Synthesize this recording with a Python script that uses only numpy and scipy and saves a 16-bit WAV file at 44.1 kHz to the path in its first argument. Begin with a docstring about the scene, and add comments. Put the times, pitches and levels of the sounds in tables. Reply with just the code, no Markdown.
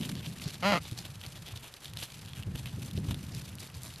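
"""Penguins waddle over crusted snow in light wind. From the start their feet crunch and snap the
crust by brittle fracture, while more feet shuffle further back. At 0.6 s one bird gives a short
harsh squawk, pulses from its syrinx filtered by throat and bill, which arches in pitch and ends in
a rattle. The steps go on, and from 2.4 s the wind's turbulence swells to a rumble that buffets the
microphone with dull thumps, peaks near 3 s and eases."""
import sys
import numpy as np
from scipy import signal
from scipy.fft import rfft, irfft
from scipy.io import wavfile

SR = 44100
rng = np.random.default_rng(int(sys.argv[2]) if len(sys.argv) > 2 else 0)


def bounce(signal):
    """Save signal as a 16-bit WAV file at the path given by the first command-line argument."""
    frames = np.transpose(np.atleast_2d(signal))
    limited = np.clip(frames, -1, 1)
    pcm = np.round(limited * 32767).astype(np.int16)
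    wavfile.write(sys.argv[1], SR, pcm)


N = 176400


# course of the call: t/s, pitch f/Hz, source level/dB, roughness (0 to 1)
CALL = [(.621, 165.6, -38, 0.35), (.632, 174, -34, 0.3), (.646, 186.4, -29, 0.15),
        (.664, 199.5, -26.5, 0.03), (.699, 206, -27.5, 0.03), (.711, 205, -28.5, 0.22),
        (.725, 200.4, -28.5, 0.3), (.742, 172, -29.5, 0.24), (.762, 174.4, -30, 0.28),
        (.777, 130.7, -32.5, 0.35), (.786, 124.4, -47, 0.35)]

def squawk():
    """Source-filter principle: pulses and rasping breath from the syrinx excite the bill and throat."""
    t = np.arange(CALL[0][0], CALL[-1][0], 1 / SR)
    hz, db, roughness = curve(CALL, t)
    cycles = np.cumsum(hz) / SR
    source = (syrinx(t, cycles, roughness) + rasp(cycles, roughness)) * amp(db)
    call = np.zeros(N)
    add(call, t[0], bill(source, hz))
    return throat(call)


def syrinx(t, cycles, roughness):
    """Self-sustained oscillation: both sides snap once a cycle; jitter and shimmer make it rough."""
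    jitter_s, shimmer_db = 0.00027, 6.5  # at full roughness
    second_jitter_s, second_shimmer_db = 0.00028, 18.5  # likewise
    second_lead_s, second_db = 0.001236, -6.5  # the second side is early and weaker
    onsets = np.flatnonzero(np.diff(np.floor(cycles)))
    pulses = np.zeros(len(t))
    for i, (late, size, lead, second_size) in zip(onsets, rng.standard_normal((64, 4))):
        rough = roughness[i]
        at = t[i] + jitter_s * rough * late
        early = at - second_lead_s - second_jitter_s * rough * lead
        pulses += amp(shimmer_db * rough * size) * np.sinc((t - at) * SR)
        pulses += amp(second_db + second_shimmer_db * rough * second_size) * np.sinc((t - early) * SR)
    return unit(pulses)


def rasp(cycles, roughness):
    """Modulated flow noise: one decaying puff of breath a cycle, stronger when the voice is rough."""
    puffs = unit(np.exp(-(cycles % 1) / .5) * rng.standard_normal(N)[:len(cycles)])
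    breath = colour(puffs, [(200, -14), (700, 0), (2000, 0), (6000, -3)])
    return breath * amp(-7) * (.05 + roughness)


# resonances of the open bill: f/Hz, bandwidth/Hz, gain/dB
BILL_FORMANTS = [(620, 240, 3), (1376, 51, -2)]
# nasal resonances at full strength: f/Hz, bandwidth/Hz, gain/dB
NASAL_FORMANTS = [(1245, 54, 6), (2080, 210, -8)]

def bill(source, hz):
    """Cavity resonance: formants rise as the bill opens with pitch; nasal ones emerge as it closes."""
    open_hz, full_nasal_closure = 199, 0.049
    opening = (hz / open_hz) ** 0.9
    closing = np.clip((1 - opening) / full_nasal_closure, 0, 1)
    oral = sum(amp(db) * resonate(source, f * opening, width) for f, width, db in BILL_FORMANTS)
    nasal = sum(amp(db) * resonate(source * closing, np.full(len(hz), f), width)
                for f, width, db in NASAL_FORMANTS)
    return source + oral + nasal


# band in which the throat answers late: f/Hz, bandwidth/Hz
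THROAT_LAG = [(1200, 2700)]
# steady response of throat and bill: f/Hz, relative gain/dB
THROAT_RESPONSE = [(60, -53), (130, 1.5), (195, 5.5), (290, 1.5), (410, -3), (590, -1), (800, -4.5),
                   (1130, 1.5), (1370, -0.5), (1600, -13.5), (2050, 3.5), (2400, -11), (2800, -1),
                   (3600, -16.5), (4000, -10), (4850, -12), (5600, -21.5), (6500, -20.5), (8500, -32.5),
                   (12000, -27), (13500, -45)]

def throat(x):
    """Group delay and formants: an all-pass stage smears each pulse, then steady peaks colour it."""
    for centre, width in THROAT_LAG:
        r = np.exp(-np.pi * width / SR)
        poles = [1, -2 * r * np.cos(2 * np.pi * centre / SR), r * r]
        x = signal.lfilter(poles[::-1], poles, x)
    return colour(x, THROAT_RESPONSE)


# paths off the snow and nearby birds: delay t/s, gain/dB
REFLECTIONS = [(.00215, -21), (.0033, -23), (.0047, -23), (.0074, -8.5)]

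def echoed(x):
    """Early reflection: delayed copies with little bass add to the direct sound."""
    bright = signal.sosfilt(signal.butter(1, 1500, "high", fs=SR, output="sos"), x)
    out = x.copy()
    for delay, db in REFLECTIONS:
        add(out, delay, amp(db) * bright)
    return out


# spectra of snow packing down and of fine powder: f/Hz, relative level/dB
PACKING_SPECTRUM = [(100, -4.5), (300, 2), (450, -5.5), (650, -3.5), (900, -5.5), (1300, -8), (2500, -7.5),
                    (6000, -58)]
POWDER_SPECTRUM = [(1500, -65), (4000, -10.5), (6000, 9), (9000, 9), (12300, 10.5), (13500, -18.5)]
# footfalls: t/s, duration/s, level/dB, crunch f/Hz, relative packing level/dB, relative powder level/dB
FOOTFALLS = [(0.015, 0.07, -42.5, 3000, -10.5, -12), (0.088, 0.016, -41.5, 3760, -3, -6),
             (0.114, 0.015, -44.5, 2640, -23, -4), (0.146, 0.076, -49, 3340, -7.5, -32),
             (0.222, 0.06, -47, 2770, -11, -28), (0.258, 0.012, -42.5, 3200, -9, -14),
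             (0.352, 0.033, -52, 3100, -1, -4), (0.414, 0.12, -48, 4100, -6, -20),
             (0.534, 0.033, -44.5, 3580, -8.5, -13), (0.842, 0.041, -47.5, 3400, -7, -15),
             (0.965, 0.065, -46.5, 4060, -6, -5.5), (0.986, 0.0086, -39, 4430, -32, -21),
             (1.039, 0.039, -47, 3220, -4.5, -11), (1.228, 0.051, -47, 2940, -6.5, -17),
             (1.352, 0.043, -50, 3550, -5, -10), (1.451, 0.096, -47.5, 3130, -8, -17),
             (1.55, 0.042, -44.5, 3540, -8.5, -8), (1.616, 0.074, -50.5, 2870, -3.5, -6),
             (1.81, 0.12, -49, 3480, -10.5, -7), (1.961, 0.14, -47, 3130, -27, -7),
             (2.021, 0.024, -45, 2850, 3.5, -8), (2.268, 0.064, -50, 3100, -14, -11),
             (2.336, 0.1, -52, 2920, -6, -4), (2.551, 0.017, -45.5, 3000, 0.5, -26),
             (2.561, 0.069, -51, 3300, -9, -2.5), (2.654, 0.046, -47, 2890, -14, -13),
             (2.852, 0.042, -53, 3280, -8, 1), (3.08, 0.029, -50.5, 3100, 0, -2.5),
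             (3.103, 0.032, -43.5, 3000, -2.5, -7.5), (3.306, 0.1, -53, 4500, -9, -17),
             (3.59, 0.025, -46.5, 4330, -16, -4), (3.613, 0.048, -52.5, 3700, 3, -9),
             (3.823, 0.097, -53, 4000, 0, 0)]

def steps():
    """Granular fracture: each foot crushes brittle crust, with dull packing beneath and powder on top."""
    rise, fall = 0.22, 0.59  # shares of a step
    crunch, packing_level, powder_level = np.zeros((3, N))
    clumps = unit(amp(3.05 * drift(rate_hz=284)))
    fractures = clumps * grains(per_s=5000, spread_db=5)
    for start, length, db, hz, packing_db, powder_db in FOOTFALLS:
        progress = np.linspace(0, 1, round(length * SR))
        press = amp(db) * np.clip(np.minimum(progress / rise, (1 - progress) / fall), 0, 1)
        crushed = press * unit(np.roll(fractures, -round(start * SR))[:len(press)])
        add(crunch, start, crust(np.pad(crushed, (0, SR // 100)), hz))
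        add(packing_level, start, press * amp(packing_db))
        add(powder_level, start, press * amp(powder_db))
    powder = [colour(powder_level * clumps * grains(per_s=14000, spread_db=6.5), POWDER_SPECTRUM)
              for _ in range(2)]
    packing = colour(packing_level * clumps * rng.standard_normal(N), PACKING_SPECTRUM)
    return crunch + packing + stereo(*powder)


# single breaks of the crust: t/s, relative level/dB, f/Hz, treble level/dB relative to the body
BREAKS = [(0.012, -36.5, 3100, -7), (0.0943, -42, 3400, -15), (0.1537, -39, 3620, -20),
          (0.2616, -36, 3180, -36), (.3985, -41, 2850, -24), (.4205, -40, 3430, -6.5),
          (.487, -37.5, 3870, -17), (.913, -41.5, 3520, -3.5), (1.054, -39, 3330, -14),
          (1.214, -39, 3050, -13), (1.264, -37.5, 4350, -9), (1.74, -39.5, 3800, -5.5),
          (1.8568, -36, 3500, -10), (1.9358, -42, 3480, -5), (1.9718, -32, 3520, -9),
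          (2.0238, -41, 3000, -14), (2.105, -48, 3270, -27.5), (2.26, -45, 3800, -13),
          (2.334, -38.5, 3140, -24), (2.426, -41, 2930, -23), (2.4335, -39, 2710, -24),
          (2.5579, -38.5, 2980, -2.5), (2.6584, -35, 2800, -15), (2.9118, -41.5, 3580, -6),
          (2.9757, -38, 3300, -22), (3.1445, -35.5, 3100, -9), (3.349, -41.5, 4000, -1),
          (3.554, -46.5, 4600, 3), (3.585, -42, 3060, -10), (3.701, -48, 2490, -8), (3.749, -46, 4250, -9),
          (3.834, -44.5, 4000, 5), (3.8608, -45, 3770, -8), (3.96, -41, 3970, -10)]

def snaps():
    """Impulsive excitation: a piece of crust gives way in one crack, followed by a few crumbs."""
    t = np.arange(round(.01 * SR)) / SR
    crumbs_db, decay_s = -18.5, 0.0019
    body, treble = np.zeros((2, N))
    for start, db, hz, treble_db in BREAKS:
        crumbs = amp(crumbs_db) * rng.standard_normal((2, len(t))) * np.exp(-t / decay_s)
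        body_hit, treble_hit = (t == 0) + crumbs
        gain = amp(db - 8)
        add(body, start, gain * unit(crust(body_hit, hz)))
        add(treble, start, gain * amp(treble_db) * unit(treble_hit))
    return body + colour(treble, POWDER_SPECTRUM)


# spectrum of crust breaking at the reference pitch: f/Hz, relative level/dB
CRUST_SPECTRUM = [(300, -13), (1200, -10), (2100, -8), (2900, 2.5), (3300, 3), (4200, -3), (5500, -10.5),
                  (8000, -22), (13500, -14)]

def crust(x, hz, reference_hz=3100):
    """Frequency scaling: smaller pieces of crust sound the same spectrum at a higher pitch."""
    return colour(x, [(f * hz / reference_hz, db) for f, db in CRUST_SPECTRUM])


# spectra of the wind's low rumble and upper flutter: f/Hz, relative level/dB
RUMBLE_SPECTRUM = [(18, -26), (30, -39), (55, -9), (90, 0), (125, 2), (170, -4), (250, -20.5), (420, -30),
                   (900, -61.5)]
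FLUTTER_SPECTRUM = [(60, -22), (130, -1), (190, 0), (260, -7), (380, -19.5), (600, -27.5), (1500, -45.5)]
# their envelopes: t/s, relative level/dB
RUMBLE_ENVELOPE = [(0, -52), (.24, -38.5), (.36, -47), (.8, -43.5), (1.1, -48.5), (1.2, -44), (1.58, -43.5),
                   (1.69, -54.5), (1.82, -62), (1.88, -43), (2.1, -49), (2.22, -47), (2.48, -36.5),
                   (2.7, -38), (2.94, -40), (3.0, -29.5), (3.06, -37.5), (3.12, -30.5), (3.2, -39),
                   (3.42, -39.5), (3.62, -45.5), (3.73, -49), (3.77, -39), (3.86, -47.5), (4, -45.5)]
FLUTTER_ENVELOPE = [(0, -36.5), (.24, -45.5), (.55, -52.5), (1.3, -66), (1.8, -89), (2.2, -60.5),
                    (2.5, -52), (2.93, -48), (2.99, -45), (3.06, -39.5), (3.12, -40.5), (3.22, -48),
                    (3.55, -55), (4, -89)]

def wind():
    """Turbulence: lumpy pressure fluctuations on the microphone make two bands of low noise."""
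    t = np.arange(N) / SR
    rumble = colour(rng.standard_normal(N), RUMBLE_SPECTRUM) * amp(curve(RUMBLE_ENVELOPE, t)[0] - 2.5)
    flutter = colour(rng.standard_normal(N), FLUTTER_SPECTRUM) * amp(curve(FLUTTER_ENVELOPE, t)[0] + 1.5)
    eddies = unit(amp(1.8 * drift(rate_hz=27)))
    return (rumble + flutter) * eddies


# spectrum of a puff of air: f/Hz, relative level/dB
PUFF_SPECTRUM = [(100, -15.5), (250, 10.5), (420, 3), (700, -11.5), (2000, -52), (6000, -42)]
# buffets of wind: t/s, f/Hz, peak level/dB of the tone's envelope
BUFFETS = [(0.457, 137, -26.5), (0.917, 113, -30), (2.467, 95.5, -29), (2.515, 111, -34), (2.544, 98, -30),
           (2.775, 115, -31.5), (2.973, 123, -26), (3.082, 100, -29.5), (3.112, 112, -28.5)]

def thumps():
    """Heavily damped oscillation: each buffet is a dull push of two or three cycles with a puff of air."""
    rise_s, puff_db = 0.0069, -15
    t = np.arange(SR // 10) / SR
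    swell = t / rise_s * np.exp(1 - t / rise_s)
    out = np.zeros(N)
    for start, hz, db in BUFFETS:
        puff = amp(puff_db) * unit(colour(rng.standard_normal(len(t)), PUFF_SPECTRUM))
        push = swell ** 2 * np.sin(2 * np.pi * hz * t)
        add(out, start, amp(db) * (swell * puff - push))
    return out


# envelope of the distant shuffling: t/s, relative level/dB
SHUFFLE_ENVELOPE = [(0, 3), (.55, 5.5), (1, 2), (1.85, -0.5), (1.92, -13), (2, 7.5), (2.5, -7.5), (2.58, 2),
                    (3.13, 2), (3.162, -3), (3.19, 2), (3.53, 5), (3.57, -7), (3.61, 5.5), (3.67, 4),
                    (3.73, -6.5), (3.76, 4), (4, 2.5)]

def procession():
    """Incoherent summation: the fractures under many distant feet merge into an uneven shuffle."""
    level = amp(curve(SHUFFLE_ENVELOPE, np.arange(N) / SR)[0])
    bustle = level * unit(amp(3.2 * drift(rate_hz=50) + 2.2 * drift(rate_hz=144)))
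    crunch = np.zeros(N)
    for hz in (2600, 3400, 4400):
        clumps = unit(amp(2.5 * drift(rate_hz=66)))
        crunch += crust(clumps * grains(per_s=1500, spread_db=2.5), hz)
    powder = [colour(bustle * grains(per_s=5400, spread_db=4), POWDER_SPECTRUM) for _ in range(2)]
    return amp(-57.5) * bustle * unit(crunch) + amp(-61.5) * stereo(*powder)


# spectrum of the background air: f/Hz, relative level/dB
AIR_SPECTRUM = [(200, 7.5), (400, 5), (1000, 3.5), (1800, 2), (3500, -6), (7000, -12), (12300, -20),
                (13500, -26)]

def air():
    """Amplitude-modulated noise: a soft hiss of air whose level flickers."""
    hiss = rng.standard_normal(N) * amp(1.9 * drift(rate_hz=130))
    return amp(-58) * colour(hiss, AIR_SPECTRUM)


def grains(per_s, spread_db):
    """Poisson process: tiny fractures at random times, a few much larger than the rest."""
    size = amp(spread_db * np.minimum(rng.exponential(1, N), 4))
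    return unit(size * rng.choice([-1, 1], N) * (rng.random(N) < per_s / SR))


def drift(rate_hz):
    """Band-limited noise: a random wander of rms 1."""
    hz = np.fft.rfftfreq(N, 1 / SR)
    band = (hz > 2) * np.exp(-(hz / rate_hz) ** 2)
    return unit(irfft(rfft(rng.standard_normal(N)) * band, N))


def colour(x, spectrum, size=4096):
    """Minimum-phase filtering: a causal response of unit energy with the given spectrum."""
    hz, db = np.transpose(spectrum)
    log_hz = np.log(abs(np.fft.fftfreq(size, 1 / SR)) + 1)
    log_gain = np.log(amp(np.interp(log_hz, np.log(hz), db)))
    response = np.exp(np.conj(signal.hilbert(log_gain)))
    taps = np.fft.ifft(response).real[:size // 2]
    return signal.fftconvolve(x, taps / np.linalg.norm(taps))[:len(x)]


def resonate(x, hz, width):
    """Driven resonance: a peak of gain 1 follows the curve hz."""
    phasor = np.exp(2j * np.pi * np.cumsum(hz) / SR)
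    r = np.exp(-np.pi * width / SR)
    return 2 * (phasor * signal.lfilter([1 - r], [1, -r], x / phasor)).real


def stereo(middle, side, width=.5):
    """Sum and difference: two channels from a common sound and a weaker side signal."""
    return np.array([middle + width * side, middle - width * side])


def curve(table, t):
    """Linear interpolation: every column of a time table at the times t."""
    times, *columns = np.transpose(table)
    return [np.interp(t, times, column) for column in columns]


def add(mix, start, sound):
    """Superposition: a sound joins the mix at start/s."""
    part = mix[max(round(start * SR), 0):][:len(sound)]
    part += sound[:len(part)]


def amp(db):
    """Decibel law: level to amplitude ratio."""
    return 10 ** (np.asarray(db) / 20)


def unit(x):
    """Normalisation to rms 1."""
    return x / np.sqrt(np.mean(x ** 2) + 1e-20)


def scene():
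    """Superposition: the call, the feet and the moving air add linearly."""
    return echoed(squawk()) + steps() + snaps() + procession() + air() + wind() + thumps()


def record(dry, cutoff_hz=13350):
    """Band limiting: a steep linear-phase low-pass removes the highest treble."""
    taps = signal.firwin(401, cutoff_hz, window=("kaiser", 9), fs=SR)
    return signal.oaconvolve(dry, taps[None], "same")


dry = scene()
out = record(dry)
bounce(out)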